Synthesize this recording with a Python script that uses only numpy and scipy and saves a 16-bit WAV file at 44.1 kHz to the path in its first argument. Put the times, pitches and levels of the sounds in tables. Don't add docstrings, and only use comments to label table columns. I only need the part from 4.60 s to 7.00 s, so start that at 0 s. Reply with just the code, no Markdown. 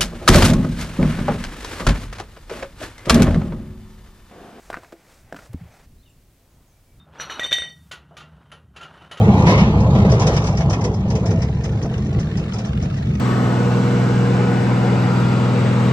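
import sys
import numpy as np
from scipy import signal
from scipy.fft import rfft, irfft
from scipy.io import wavfile

SR = 44100
rng = np.random.default_rng(int(sys.argv[2]) if len(sys.argv) > 2 else 0)


def put_to_file(sound):
    columns = np.atleast_2d(sound).T
    safe = np.clip(columns, -1, 1)
    whole_steps = np.round(safe * 32767)
    wavfile.write(sys.argv[1], SR, whole_steps.astype(np.int16))


N = 105840


def undb(db):
    return 10 ** (np.asarray(db) / 20)


def seconds():
    return np.arange(N) / SR


def envelope(points):
    return undb(np.interp(seconds(), *np.array(points).T))


def colour(x, points):
    hz, db = np.array(points).T
    f = np.maximum(np.fft.rfftfreq(N, 1 / SR), 1)
    skirts = np.minimum(f / hz[0], 1) ** 2 * np.minimum(hz[-1] / f, 1) ** 2
    gain = undb(np.interp(np.log(f), np.log(hz), db)) * skirts
    return irfft(rfft(x) * gain / np.sqrt(np.mean(gain ** 2)), N)


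def noise(points):
    return colour(rng.standard_normal(N), points)


def wander(rate_hz):
    knots = rng.standard_normal(N)
    return np.interp(seconds() * rate_hz, np.arange(N), knots)


def decay(t, t60_s):
    return (t >= 0) * np.exp(-np.log(1000) * np.maximum(t, 0) / t60_s)


def swell(start_s, length_s):
    progress = np.clip((seconds() - start_s) / length_s, 0, 1)
    return np.sqrt(np.maximum(np.sin(np.pi * progress), 0))


def slips(rate_hz=2500, scatter_db=2):
    hits = rng.random(N) < rate_hz / SR
    clicks = hits * undb(scatter_db * rng.standard_normal(N)) * rng.choice([-1, 1], N)
    return clicks / clicks.std()


# t/s, level/dB, f/Hz, relative ring/dB, relative clack/dB, relative grit/dB
RUNG_CONTACTS = [(.1025, -17.5, 687, -2.5, -9, -15.5), (0.1299, -27, 1460, -18, -1, -13.5),
                 (0.143, -13.5, 1390, -8.5, -25, -22.5), (0.1505, -52, 1490, 10, -17, -22),
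                 (0.1671, -29.5, 2020, -21, -24, -17), (0.1721, -29.5, 537, 8.5, -5, -26),
                 (.1876, -34.5, 596, -12, -13, -18), (.2342, -35.5, 790, 8, -20, -16),
                 (.2475, -34.5, 1760, -20, -23, -19), (.324, -40.5, 674, 5, -15, -3.5),
                 (0.3287, -29, 473, 8.5, -9, -22.5), (0.7261, -21, 590, 3.5, -2.5, -18.5),
                 (0.7456, -32.5, 810, 0, -3, -14), (0.765, -33.5, 1400, 0, -12, -6.5),
                 (.7905, -40, 1370, -3, -3, -21)]
# f/Hz, relative level/dB, t60/s
LADDER_MODES = [(191, -22, 0.069), (283, -10, 0.067), (340, 2.5, 0.049), (530, -11, 0.038),
                (630, -14, 0.026), (690, -4, 0.11), (820, -3, 0.052), (980, -16, 0.039), (1220, -29, .05),
                (1340, -8, 0.069), (1532, 3, 0.11), (1780, 0, .05), (3040, 0, .03), (3760, 7, .03)]
# f/Hz, level/dB
GRIT_SPECTRUM = [(300, -0.5), (1500, 8.5), (2400, -1), (3200, -5), (4100, -4), (4800, -5), (5500, -5.5),
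                 (6800, -13), (8200, -7.5), (9500, -20), (15000, -19)]


def knocks(width_cycles=.44, phase_rad=.15, clack_hz=1607, modes_db=-15, frame_db=-2):
    t = seconds()
    direct, drive, grit = np.zeros((3, N))
    for start_s, db, hz, ring_db, clack_db, grit_db in RUNG_CONTACTS:
        cycles = (t - start_s) * hz
        pulse = np.exp(-.5 * (cycles / width_cycles) ** 2)
        push = undb(db) * pulse * np.cos(2 * np.pi * cycles + phase_rad)
        touch_s = t - start_s + .5 / hz
        clack = decay(touch_s, t60_s=.014) * np.sin(2 * np.pi * clack_hz * touch_s)
        direct += push + undb(db + clack_db) * clack
        drive += undb(ring_db) * push * 2 / pulse.sum()
        grit += undb(db + grit_db) * decay(touch_s, t60_s=.036)
    modes = sum(undb(db) * decay(t, t60_s) * np.sin(2 * np.pi * hz * t)
                for hz, db, t60_s in LADDER_MODES)
    frame = rng.standard_normal(N) * decay(t, t60_s=.099)
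    ring = signal.fftconvolve(drive, undb(modes_db) * modes + undb(frame_db) * frame)[:N]
    return direct + ring + grit * noise(GRIT_SPECTRUM)


# t/s, level/dB, f/Hz, attack/s, t60/s
FRAME_LOADS = [(0.174, -52, 141, .003, 0.047), (0.3293, -44, 330, 0.0011, 0.22), (.73, -38, 171, .003, .13),
               (0.743, -36.5, 285.6, .004, .1), (.888, -33.5, 114.4, 0.019, 0.15),
               (0.9421, -24, 80.4, 0.0037, 0.14), (0.9445, -25.5, 165, 0.0019, 0.055),
               (0.9453, -26, 260, 0.0018, 0.048), (1.008, -31.5, 169.7, 0.0078, 0.15),
               (1.019, -33.5, 113, 0.0083, 0.18), (1.036, -37, 75.3, .02, 0.17)]


def thuds():
    out = np.zeros(N)
    for start_s, db, hz, attack_s, t60_s in FRAME_LOADS:
        t = seconds() - start_s
        rise = np.clip(t / attack_s, 0, 1)
        fall = decay(np.maximum(t - attack_s, 0), t60_s)
        out -= undb(db) * rise * fall * np.sin(2 * np.pi * hz * t)
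    return out


# t/s, length/s, level/dB, relative grit/dB
SOLE_SLIDES = [(0.106, 0.025, -45.5, -6), (.127, 0.014, -37, -18), (0.147, 0.015, -41.5, -15),
               (0.17, 0.008, -35.5, -16), (0.208, 0.05, -55.5, -4), (0.76, 0.015, -39.5, -21),
               (0.786, 0.012, -42, -12), (0.804, 0.065, -68, 12)]
# f/Hz, level/dB
SOLE_SPECTRUM = [(80, -26), (180, 1), (550, -8), (950, -13), (1480, 1.5), (1900, -15), (2600, -15),
                 (5000, -31)]


def scrapes():
    rubbing, grit = np.zeros((2, N))
    for start_s, length_s, db, grit_db in SOLE_SLIDES:
        slide = swell(start_s, length_s)
        rubbing += undb(db) * slide
        grit += undb(db + grit_db) * slide
    return colour(slips() * rubbing, SOLE_SPECTRUM) + colour(slips() * grit, GRIT_SPECTRUM)


# t/s, length/s, squeak/dB, fizz/dB
SNOW_CRUNCHES = [(0.275, .004, -72, -64), (0.79, 0.0015, -54, -51), (0.87, 0.0053, -51, -61),
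                 (0.931, 0.0055, -43, -48.5), (.937, .007, -42, -72)]
# f/Hz, level/dB
SQUEAK_SPECTRUM = [(200, -11), (450, 3), (850, -6), (1300, -14.5), (2400, -18), (6000, -28.5)]


def snow():
    squeak, fizz = np.zeros((2, N))
    for start_s, length_s, squeak_db, fizz_db in SNOW_CRUNCHES:
        crush = swell(start_s, length_s)
        squeak += undb(squeak_db) * crush
        fizz += undb(fizz_db) * crush
    return colour(slips() * squeak, SQUEAK_SPECTRUM) + fizz * slips()


# t/s, level/dB
RUSTLE_LEVELS = [(0, -56.5), (.07, -55), (.12, -57.5), (.21, -62.5), (.25, -58), (.31, -66.5), (.42, -65),
                 (.52, -57), (.58, -58.5), (.63, -63), (.71, -78), (.77, -55), (.87, -55), (.9, -75),
                 (1.0, -82), (1.14, -62.5), (1.26, -62.5)]
RUB_LEVELS = [(0, -61), (.09, -55.5), (.2, -52), (.3, -57.5), (.44, -59), (.51, -56), (.6, -64.5),
              (.7, -59), (.8, -52.5), (.9, -59), (.98, -59), (1.07, -54.5), (1.25, -56.5)]
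# f/Hz, level/dB
RUSTLE_SPECTRUM = [(200, -4), (500, 2.5), (1500, 4), (3000, -4), (6000, -1.5), (8300, -3), (10000, -9.5),
                   (12500, -9.5), (15500, -22)]
RUB_SPECTRUM = [(80, 3), (200, -3), (400, -2), (600, 0), (780, 1), (1000, -7), (2200, -6.5), (3000, -15),
                (8000, -28), (15000, -51)]


def clothes(grain_db=1.55, stop_s=1.259, ramp_s=.004):
    grain = undb(grain_db * wander(rate_hz=120))
    rustle = envelope(RUSTLE_LEVELS) * noise(RUSTLE_SPECTRUM)
    rub = envelope(RUB_LEVELS) * noise(RUB_SPECTRUM)
    gate = np.clip((stop_s - seconds()) / ramp_s + .5, 0, 1)
    return (rustle + rub) * grain * gate


# t/s, length/s, start f/Hz, middle f/Hz, end f/Hz, relative level/dB
BIRD_NOTES = [(1.122, .02, 6300, 6100, 5900, -61), (1.378, .048, 3850, 4050, 4650, -64),
              (1.427, .02, 3450, 3700, 3500, -64), (1.44, .068, 3300, 2830, 2480, -62),
              (1.455, .032, 3750, 3650, 3400, -62), (1.486, .03, 6950, 7530, 6980, -63),
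              (1.494, .026, 3050, 2800, 2500, -60), (1.89, .08, 6700, 6550, 6300, -74),
              (2.05, .115, 6650, 6380, 5700, -70), (2.1, .11, 2280, 2330, 2300, -71),
              (2.225, .15, 2380, 2300, 2330, -71)]


def birds(gain_db=-1.5, waver_ratio=.014, flicker_db=2.5, echo_db=-6):
    song = np.zeros(N)
    for start_s, length_s, *pitches_hz, db in BIRD_NOTES:
        progress = np.clip((seconds() - start_s) / length_s, 0, 1)
        glide_hz = np.polyval(np.polyfit([0, .5, 1], pitches_hz, 2), progress)
        hz = glide_hz * (1 + waver_ratio * wander(rate_hz=400))
        song += undb(db) * np.sin(np.pi * progress) * np.sin(2 * np.pi * np.cumsum(hz) / SR)
    song *= undb(gain_db + flicker_db * wander(rate_hz=150))
    trees = rng.standard_normal(N) * decay(seconds(), t60_s=.3)
    echo = signal.fftconvolve(song, trees / np.linalg.norm(trees))[:N]
    return song + undb(echo_db) * echo


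# t/s, level/dB
BREEZE_LEVELS = [(0, -52), (.4, -61), (.8, -51), (1.22, -55), (1.3, -46), (1.42, -53), (1.58, -52.5),
                 (1.8, -57), (2.05, -53), (2.2, -59), (2.35, -50.5)]
# f/Hz, level/dB
BREEZE_SPECTRUM = [(12, -4.5), (30, 3.5), (70, -3), (120, -5), (220, -14.5), (400, -25.5), (900, -67)]


def breeze(flutter_db=2):
    flutter = undb(flutter_db * wander(rate_hz=20))
    return envelope(BREEZE_LEVELS) * flutter * noise(BREEZE_SPECTRUM)


# t/s, level/dB
HUSH_LEVELS = [(1.3, -95), (1.6, -77), (1.8, -75), (1.95, -67), (2.1, -70.5), (2.4, -75)]
# f/Hz, level/dB
HUSH_SPECTRUM = [(250, 2), (600, 3), (1100, -0.5), (2000, -18), (4000, -23)]
AIR_SPECTRUM = [(120, -10), (200, -5.5), (534, -13), (630, -12), (874, -18.5), (1400, -20.5), (2290, -21.5),
                (2650, -22.5), (4260, -24), (15500, -26.5)]
HISS_SPECTRUM = [(59, -54), (100, -26), (205, -7.5), (326, -5), (370, -1), (487, -5.5), (5870, -4.5),
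                 (15500, -2.5)]


def open_air(air_db=-62, hiss_db=-69):
    air = undb(air_db) * noise(AIR_SPECTRUM)
    hush = envelope(HUSH_LEVELS) * noise(HUSH_SPECTRUM)
    hiss = undb(hiss_db) * noise(HISS_SPECTRUM)
    return air + hush + hiss * np.array([[1], [-1]])


def scene():
    return knocks() + thuds() + scrapes() + snow() + clothes() + birds() + breeze() + open_air()


def record(dry):
    cutoff_hz = 15800
    return signal.sosfilt(signal.ellip(10, .2, 70, cutoff_hz, fs=SR, output="sos"), dry)


dry = scene()
out = record(dry)
put_to_file(out)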